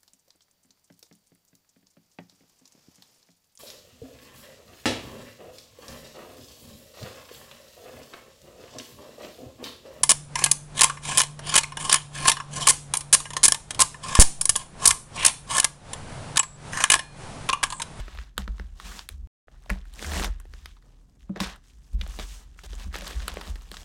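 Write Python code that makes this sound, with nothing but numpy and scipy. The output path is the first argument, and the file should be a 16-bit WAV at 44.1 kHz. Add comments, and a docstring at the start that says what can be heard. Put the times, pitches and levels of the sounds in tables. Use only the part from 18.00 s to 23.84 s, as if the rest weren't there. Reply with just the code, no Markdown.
"""At a desk in a small, quiet room, a padded paper mailer is turned, slit and emptied.
The paper rustles as its fibres slip in many tiny jerks, and snaps when a crease buckles.
Knocks make the desk top ring. The desk also carries the microphone arm, which sways at two
low pitches when pushed. The sound drops out once for a fifth of a second."""
import sys
import numpy as np
from scipy import signal
from scipy.fft import rfft, irfft
from scipy.io import wavfile
from scipy.ndimage import uniform_filter1d

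SR = 44100
rng = np.random.default_rng(int(sys.argv[2]) if len(sys.argv) > 2 else 0)


def store_pcm(level_fs):
    """Save levels as 16-bit WAV."""
    pcm = np.round(np.clip(level_fs, -1, 1) * 32767).astype(np.int16)
    wavfile.write(sys.argv[1], SR, np.atleast_2d(pcm).T)


N = 257544


def undb(db):
    """Turn decibels into a factor to multiply by."""
    return 10 ** (np.asarray(db) / 20)


def unit(x):
    """Scale a signal to an average power of 1."""
    return x / np.sqrt(np.mean(x ** 2))


def band(x, hz, width):
    """Keep the sound near one pitch, in a band `width` Hz wide."""
    return signal.lfilter(*signal.iirpeak(min(hz, .4 * SR), hz / width, fs=SR), x)


def walk(rate):
    """A smooth random wobble of size about 1 that takes `rate` new values a second."""
    hold = int(SR / rate)
    steps = np.repeat(rng.standard_normal(N // hold + 1), hold)
    return unit(uniform_filter1d(uniform_filter1d(steps, hold), hold)[:N])


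def add(out, s, sound):
    """Mix a sound in at s seconds."""
    start = int(s * SR)
    out[start:start + len(sound)] += sound[:N - start]


def swell(s, db, rise_s, hold_s, fall_s, bend=0.):
    """Power of one movement: rise, hold, fall. Slopes take rise_s and fall_s per 20 dB, less if bent."""
    t = np.arange(N) / SR - s
    before, after = -t / max(rise_s, .002), (t - hold_s) / max(fall_s, .01)
    away = np.maximum(np.maximum(before, after), 0)
    return undb(2 * db - 40 * away * (1 + bend * away))


def air():
    """Quiet, mostly deep room noise and a faint hum."""
    # how strong the noise is from low to high: (pitch [Hz], relative level [dB])
    noise_shape = [(47, -28), (80, -2.5), (133, 0), (395, -16.5), (575, -26), (672, -27), (751, -25.5),
                   (1820, -39), (6590, -42.5), (16000, -49.5)]
    # tones of the hum: (pitch [Hz], level [dB])
    hum_tones = [(120, -71.5), (265, -77)]
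    noise_db, t = -63.5, np.arange(N) / SR
    shape_hz, shape_db = np.array(noise_shape).T
    hz = np.fft.rfftfreq(N, 1 / SR) + 1
    colour = undb(np.interp(np.log(hz), np.log(shape_hz), shape_db))
    hum = sum(undb(db + 2 * walk(12)) * np.sin(2 * np.pi * pitch * t) for pitch, db in hum_tones)
    return undb(noise_db) * unit(irfft(rfft(rng.standard_normal(N)) * colour, N)) + hum


def room(x):
    """Add the short echo of a small room, duller than the direct sound."""
    echo_db, fade_s = -20, .15
    t = np.arange(int(.3 * SR)) / SR
    tail = band(rng.standard_normal(len(t)), 1990, 8500) * undb(-60 * t / fade_s) * (t > .004)
    return x + undb(echo_db) * signal.fftconvolve(x, tail / np.linalg.norm(tail))[:N]


def arm_levels():
    """Levels in dB of the arm's slow and quick sway: each push builds up, holds and dies away."""
    # pushes on the arm: (time of full swing [s], slow sway [dB], quick sway [dB], hold [s])
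    pushes = [(0.0, -33.5, -38.5, 0.004), (0.16, -35.5, -37, 0.0054), (0.393, -36.5, -34, 0.021),
              (0.492, -29, -39, 0.0038), (0.608, -36, -36, .005), (0.729, -38.5, -50, .005),
              (0.854, -40.5, -44.5, .03), (0.996, -53.5, -53.5, 0.027), (1.125, -42, -41, 0.18),
              (1.54, -50, -58, 0.087), (1.713, -29, -31, 0.0033), (1.863, -46, -51, 0.18),
              (2.07, -48, -32, 0.096), (2.165, -32.5, -42.5, 0.14), (2.291, -31, -30, 0.004),
              (2.488, -45.5, -47.5, 0.075), (2.628, -48, -47, 0.023), (2.722, -47.5, -64, .005),
              (2.86, -52, -71.5, 0.17), (3.216, -49, -48.5, 0.0045), (3.408, -44.5, -46, 0.08),
              (3.724, -54, -51, 0.09), (3.948, -26.5, -28, 0.038), (4.096, -34.5, -40, 0.0046),
              (4.205, -36, -42.5, 0.019), (4.314, -38, -45, 0.0062), (4.45, -48, -52.5, 0.087),
              (4.582, -47, -64, 0.033), (4.655, -39, -45, .005), (4.707, -36.5, -45.5, 0.072),
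              (4.864, -36, -34, 0.027), (5.0, -41.5, -55, .03), (5.09, -52, -46, .03),
              (5.17, -29, -31.5, 0.0056), (5.328, -35, -40, 0.0046), (5.495, -33, -34.5, 0.021),
              (5.645, -46, -51, 0.061), (5.796, -48, -48.5, 0.047)]
    rise_s, slow_fall_s, quick_fall_s = .03, .16, .12
    slow_rest_db, quick_rest_db = -59.5, -68.5
    slow, quick = undb(2 * slow_rest_db), undb(2 * quick_rest_db)  # doubling the dB gives power
    for s, slow_db, quick_db, hold_s in pushes:
        slow = slow + swell(s, slow_db, rise_s, hold_s, slow_fall_s)
        quick = quick + swell(s, quick_db, rise_s, hold_s, quick_fall_s)
    return 10 * np.log10(slow), 10 * np.log10(quick)


def arm_sway(slow_db, quick_db):
    """The arm swings at two low pitches that wander at random; a dull rumble follows the slow one."""
    slow_hz, quick_hz, wander, rumble_db = 43.3, 63, .0854, -7.5
    tones = 0
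    for hz, db in (slow_hz, slow_db), (quick_hz, quick_db):
        pitch = hz * (1 + wander * walk(12))
        tones = tones + undb(db) * np.sqrt(2) * np.sin(2 * np.pi * np.cumsum(pitch) / SR)
    rumble = unit(band(band(rng.standard_normal(N), 35, 27), 38, 38))
    return tones + undb(slow_db + rumble_db) * rumble


def desk_drone(paper_db, arm_db):
    """Sliding paper and the swaying arm keep the desk top humming near its strongest tone."""
    power = undb(2 * (paper_db - 10.5)) + undb(2 * (arm_db - 25.5))
    return np.sqrt(power) * unit(band(band(rng.standard_normal(N), 186, 70), 186, 70))


def desk_knocks():
    """Each knock rings the desk top's own tones; a harder knock favours the high ones."""
    # knocks on the desk: (time [s], level [dB], hardness [dB per octave])
    knocks = [(0.388, -33.5, -14), (0.474, -40.5, 0), (0.594, -43.5, 6), (1.711, -28, -2), (2.174, -43, -5),
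              (3.296, -24.5, 2), (3.407, -24.5, 6.5), (3.937, -43.5, -6), (4.016, -42.5, -6),
              (4.185, -42.5, 6), (4.861, -42, 2), (5.02, -45, 16.5), (5.116, -48, 12), (5.365, -51, 11),
              (5.475, -43, 6.5), (5.719, -46, 7)]
    # tones of the desk top: (pitch [Hz], level [dB], time to fade by 60 dB [s])
    desk_tones = [(191.4, 1.5, 0.19), (202, -0.5, 0.086), (135, -8.5, 0.15), (309, -7, 0.098),
                  (407, -16, 0.044), (570, -16.5, 0.081)]
    out, t = np.zeros(N), np.arange(12000) / SR
    main_hz, onset = desk_tones[0][0], 1 - np.exp(-t / .0039)
    for s, db, hardness in knocks:
        ring = 0
        for hz, tone_db, fade_s in desk_tones:
            fading = undb(tone_db + hardness * np.log2(hz / main_hz) - 60 * t / fade_s)
            ring = ring + fading * np.sin(2 * np.pi * hz * t)
        add(out, s, undb(db) * ring * onset)
    return out


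def handling():
    """Strokes set the rustle's level; the loudest ones decide its brightness, weight and crackle."""
    # strokes of hand and blade on the paper: (time of full level [s], level [dB], rise [s], hold [s],
    # fall [s], brightness of the highs [dB], weight of the lows [dB], crackle [dB])
    strokes = [(0.0, -36.5, .05, 0.0014, 0.02, -10, 5, 1), (0.09, -52, 1, .02, 0.12, -15, 5.5, 1.5),
               (0.2, -46.5, 0.8, 0.025, 0.11, -18.5, -10.5, 2),
               (0.385, -43, .01, 0.023, 0.06, -11, 4.5, 2.5),
               (0.474, -57.5, -0.05, .03, -0.02, -12, 10, 1.5), (0.603, -58, 0.26, 0.018, 0.12, -10, 5, 2),
               (0.7, -67.5, 0.3, 0.076, 0.2, -8.5, 2, 2.5), (0.81, -55.5, 0.08, 0.018, -0.01, -3, 9, 1.5),
               (0.856, -42.5, .08, .13, 0.105, -7.5, -5.5, 0.8), (1.096, -58, -0.16, .015, 0.1, -2.5, 2, 2),
               (1.514, -58, 0, 0.0029, 0.2, -14.5, 4, 2), (1.677, -61, 0.2, 0.039, -0.2, -4.5, -2, 3.5),
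               (1.708, -43.5, 0.0268, .01, 0.13, -11.5, 5.5, 3.5), (1.871, -62.5, .1, .04, -1.5, -5, -5, 4),
               (1.95, -54.5, 0.07, .03, 0.53, -2, -1, 4.5), (1.999, -43, 0.0567, 0.17, -0.01, -4, 2, 1.5),
               (2.16, -35, 0.1948, .085, 0.0757, -6, 7.5, 2.5),
               (2.302, -53.5, 0.7, .01, 0.23, -20.5, -4, 2.4), (2.545, -59.5, 0.12, .02, 0.14, -4.5, 1, 1),
               (2.678, -58, 0.46, .02, 0.13, -7, -8, 2), (2.84, -69.5, -0.7, 0.011, 0.3, -2.5, 17, 2),
               (3.193, -67.5, -1, 0.041, -0.55, -4, -4, 2.5), (3.3, -72, 0.07, .055, 0.3, -12, 22, 1.5),
               (3.361, -42, 0.01, .015, 0.0761, -29, 12, 2), (3.406, -35.5, 0.0179, 0.026, .13, -6.5, 0, 3),
               (3.46, -37, .045, 0.032, 0.1062, -22, -2, 1.4), (3.67, -63, 0.15, .03, 0.15, -2.5, -8, 3.5),
               (3.85, -69.5, 0.2, 0.036, .1, 0.5, 2, 3), (3.935, -64.5, 0.06, .015, -0.2, 2, -3, 2.5),
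               (4.008, -52, 0.04, .01, 0.8, -8.5, 0.5, 2.5), (4.12, -53.5, .1, 0.059, -0.07, 2, -2, 1.5),
               (4.2, -42.5, 0.04, 0.027, 0.08, -4, -0.5, 0.8),
               (4.29, -51.5, 0.11, 0.065, 0.06, 1, -3.5, 0.5), (4.4, -55.5, .1, .04, 0, -1.5, .6, 0.2),
               (4.575, -61.5, -0.3, 0.046, .1, 2, -1.5, 2), (4.635, -51, -0.1, .03, -0.1, 0, 7, 2),
               (4.7, -52, 0.04, .06, 0, -6.5, -3, 2.5), (4.798, -45, 0.07, .01, 0.15, -6, 0, 2.5),
               (4.949, -38.5, 0.04, .015, 0.29, -9.5, 1, 3.5),
               (5.044, -42.5, 0.03, 0.059, 0.22, -4.5, 3.5, 1.5), (5.22, -45, 0.1, .04, 0.46, -10, 0, 2),
               (5.284, -41, -0.15, .01, .11, -15, 1, 3.5), (5.357, -51, -0.2, 0.046, -0.1, -14, 26, 1.5),
               (5.481, -46, 0.28, .015, 0.06, -4, 4, 2), (5.575, -59, 1.04, 0.1, 11, -2, 3, 2.5),
               (5.722, -51.5, -0.13, 0.0091, 0.2, -0.5, -3, 3),
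               (5.768, -50, -0.05, 0.0156, .15, -2, 0.55, 2.5)]
    rest_db, rest_colour = -77.5, (.3, 9, 3)  # paper settling between strokes: brightness, weight, crackle
    bend = .3  # steeper edges: the hand starts from rest and comes to rest
    powers = np.array([swell(*row[:5], bend) for row in strokes] + [np.full(N, undb(2 * rest_db))])
    colours = np.array([row[5:] for row in strokes] + [rest_colour])
    total = powers.sum(axis=0)
    return 10 * np.log10(total), *(colours.T @ powers / total)


def slips(crackle_db):
    """Sizes of slips about a millisecond long: mostly small, a few much larger."""
    chance = np.repeat(rng.exponential(size=N // 40 + 1), 40)[:N]
    size_db = np.clip(crackle_db, 0, 4.5) * np.minimum(chance, 4.)
    size = uniform_filter1d(undb(size_db), size=24)
    return size / np.sqrt(uniform_filter1d(size ** 2, size=4000))  # keep the average power near 1


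def paper_rustle(level_db, bright_db, weight_db, crackle_db):
    """Fibres slip in tiny jerks, some heard in all bands, others in one; each band also flickers."""
    # bands of the paper's noise: (centre [Hz], width [Hz], level [dB])
    paper_bands = [(372, 325, -13.5), (730, 320, -14), (1100, 460, -10), (1715, 540, -10.5),
                   (3150, 2000, -4), (6150, 3230, -2.5), (8330, 2000, -11.5), (12040, 11000, -10.5)]
    middle_hz, flicker_db = 2000, 1.5
    shared_slips, out = slips(crackle_db), 0
    for hz, width, db in paper_bands:
        height = np.log2(hz / middle_hz) / 2  # 1 is two octaves above the middle
        tilt_db = bright_db * np.clip(height, 0, 1) + weight_db * np.clip(-height, 0, 1)
        crackle = shared_slips * slips(1.5 * crackle_db) * rng.standard_normal(N)
        noise = unit(band(band(crackle, hz, width), hz, 2 * width))
        out = out + undb(db + tilt_db + flicker_db * walk(30)) * noise
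    return out * undb(level_db)


def paper_ticks(level_db):
    """Rows for small extra snaps at random times, louder where the rustle is louder."""
    ticks_per_s, rows = 9, []
    for when, ring, octave, crack, fizz, length in rng.random((ticks_per_s * N // SR, 6)):
        top_db = level_db[int(when * N)] + 7
        rows.append((when * N / SR, top_db - 6.5 - 30 * ring, 1000 * 2 ** octave, top_db - 12.5,
                     top_db - 22.5 * crack, top_db - 22.5 * fizz, .0046 + .0089 * length))
    return rows


def paper_snaps(level_db):
    """A crease buckles: one sharp click, then a short rattle; the sheet rings briefly at its own pitch."""
    # buckling creases: (time [s], ring level [dB], ring pitch [Hz], thud [dB], crack [dB], fizz [dB],
    # time to fade by 60 dB [s])
    creases = [(0.081, -33, 1160, -35, -41, -51, 0.015), (0.149, -44, 1410.0, -41.5, -43.0, -46, 0.026),
               (0.1744, -39, 1280.0, -56, -34, -49.5, 0.012),
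               (0.1876, -25.5, 1650.0, -42, -29.5, -43, 0.009), (0.3689, -48, 1753, -60, -46, -53, 0.012),
               (0.3793, -16, 1066, -25.5, -13, -13, 0.014), (0.478, -28, 1060, -35, -31.5, -43, 0.013),
               (0.5818, -43, 1220, -61, -44, -60, 0.0087), (0.597, -26, 1540, -33.5, -31.5, -42, 0.0093),
               (0.774, -58, 1780.0, -70, -47, -48.5, 0.031), (0.7997, -30, 1210, -44, -32.5, -36, 0.019),
               (0.917, -36, 1200, -48, -41, -37, 0.029), (0.9923, -30, 1140, -63, -19.5, -42, 0.0085),
               (1.0896, -30, 1346, -45, -21, -18, 0.011), (1.483, -41.5, 1140, -41, -54, -63.5, 0.0058),
               (1.6615, -71, 870, -42.5, -51, -53, 0.021), (1.6961, -28.5, 1480, -29, -29, -58, 0.057),
               (1.7011, -14, 1830, -29.5, -21, -21, 0.025), (1.854, -45.5, 1670, -64, -53, -50, 0.016),
               (1.9382, -56, 1610.0, -70, -35.5, -32.5, 0.014), (1.9933, -28, 2180, -69, -49, -32, 0.0059),
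               (2.0257, -27.5, 1270, -29.5, -24.5, -27.5, 0.025),
               (2.0451, -24.5, 1840, -42, -29, -33, 0.048), (2.118, -28, 1360, -28, -25, -30, 0.039),
               (2.1351, -23.5, 1970, -31, -24, -25.5, 0.029), (2.1543, -24, 2000, -33, -24, -26.5, 0.11),
               (2.176, -41, 1320, -33, -20, -26, 0.011), (2.1971, -19.5, 1870, -26, -38, -20, 0.022),
               (2.2286, -25, 1750, -42, -17, -32, 0.0043), (2.2365, -22, 1810, -29, -33, -27, 0.017),
               (2.245, -20.5, 1720, -33, -15, -18.5, 0.026), (2.2654, -32, 1870, -46, -35, -41, 0.025),
               (2.4005, -41, 1540, -53, -47, -35, 0.016), (2.4541, -51, 1290, -42, -47.5, -49, 0.014),
               (2.5373, -33, 1680, -46, -32.5, -42, 0.0094), (2.6582, -27.5, 1620, -43, -23.5, -28, 0.016),
               (2.7674, -52, 1030, -78, -53, -69, 0.059), (2.824, -54.5, 1780, -65, -51, -55.5, 0.031),
               (3.294, -61, 980, -42.5, -65, -61, 0.026), (3.3602, -31, 1640, -37.5, -36.5, -55, 0.043),
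               (3.4031, -20, 920, -39, -14, -18.5, 0.024), (3.4332, -36, 970, -31.5, -25.5, -57, 0.15),
               (3.5601, -43, 1480, -54.0, -45, -43, 0.023), (3.708, -66.5, 1270, -63, -49, -53, 0.011),
               (3.9324, -72, 2000, -55, -46, -40.5, 0.013), (4.0129, -21.5, 2800, -39, -27.5, -35, 0.02),
               (4.0648, -36, 1180, -34, -35, -48.5, 0.011), (4.076, -59, 1670.0, -58, -52, -35.5, 0.019),
               (4.1066, -43, 1370.0, -50, -47, -41, 0.029), (4.189, -38, 1360, -27.5, -25, -30, 0.027),
               (4.197, -34, 1010, -29.5, -24, -53, 0.028), (4.5627, -56, 1150, -51.5, -58, -58, 0.017),
               (4.5902, -33.5, 1790, -60, -40, -54, 0.011), (4.636, -47, 1440, -43, -37, -43, 0.091),
               (4.7315, -38, 1370, -38.5, -34.5, -53, 0.023), (4.928, -37, 1500.0, -47, -36, -44, 0.0092),
               (4.942, -26.5, 1450, -40, -33, -34, 0.032), (4.9564, -22, 1790, -26.5, -22.5, -27, 0.0043),
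               (5.02, -34, 1530, -41, -30, -34, 0.031), (5.0687, -31, 1770, -36, -27, -49, 0.055),
               (5.079, -37, 1380.0, -43.5, -30, -22, 0.0068),
               (5.1095, -28.5, 1710, -37.5, -30.0, -36, 0.026),
               (5.203, -32.5, 1450, -55, -30.5, -44, 0.0058), (5.2804, -18.5, 1440, -27, -16.5, -15, 0.013),
               (5.3403, -38, 1570.0, -36, -52, -31, 0.011), (5.3708, -26, 1100, -20, -28, -33, 0.0039),
               (5.4122, -31, 1120, -39, -27, -30.5, 0.026), (5.5013, -54, 1430.0, -61.0, -46, -39, 0.013),
               (5.5569, -36.5, 1670, -44, -32.5, -40, 0.024),
               (5.621, -52, 960.0, -50.5, -51, -37.5, 0.0056),
               (5.7157, -31.5, 1760, -37.5, -23, -24.5, 0.0099),
               (5.7412, -33, 1100.0, -59, -34, -41, 0.022), (5.769, -29.5, 1640, -44, -24.5, -54, 0.014)]
    out, t = np.zeros(N), np.arange(2600) / SR
    click = 8.35 * (t == 0)
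    for s, ring_db, ring_hz, thud_db, crack_db, fizz_db, fade_s in creases + paper_ticks(level_db):
        noise = rng.standard_normal(len(t))
        rattle = np.sign(noise) + .4 * noise
        burst = (click + rattle) * undb(-60 * t / fade_s)
        parts = [(ring_hz, .62 * ring_hz, ring_db), (480, 600, thud_db),
                 (3700, 2800, crack_db), (8000, 6000, fizz_db)]
        for hz, width, db in parts:
            part = band(band(band(burst, hz, width), hz, 2 * width), hz, 2 * width)
            add(out, s, undb(db) * part / np.abs(part).max())
    return out


def scene():
    """The paper is heard through the room's air; desk and arm come through the stand, with no echo."""
    level_db, bright_db, weight_db, crackle_db = handling()
    slow_db, quick_db = arm_levels()
    paper = paper_snaps(level_db) + paper_rustle(level_db, bright_db, weight_db, crackle_db)
    desk = desk_knocks() + desk_drone(level_db + weight_db / 2, quick_db)
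    return (room(paper) + desk + arm_sway(slow_db, quick_db) + air())[None]


def record(dry):
    """Remove any steady offset, go silent for one short gap, then cut off the very highest sounds."""
    low_hz, top_hz, gap_start_s, gap_end_s = 2., 16300, 1.273, 1.472
    t = np.arange(N) / SR
    live = signal.sosfilt(signal.butter(1, low_hz, "high", fs=SR, output="sos"), dry)
    live = live * ((t < gap_start_s) | (t > gap_end_s))
    return signal.sosfilt(signal.ellip(10, .2, 80, top_hz, fs=SR, output="sos"), live)


dry = scene()
out = record(dry)
store_pcm(out)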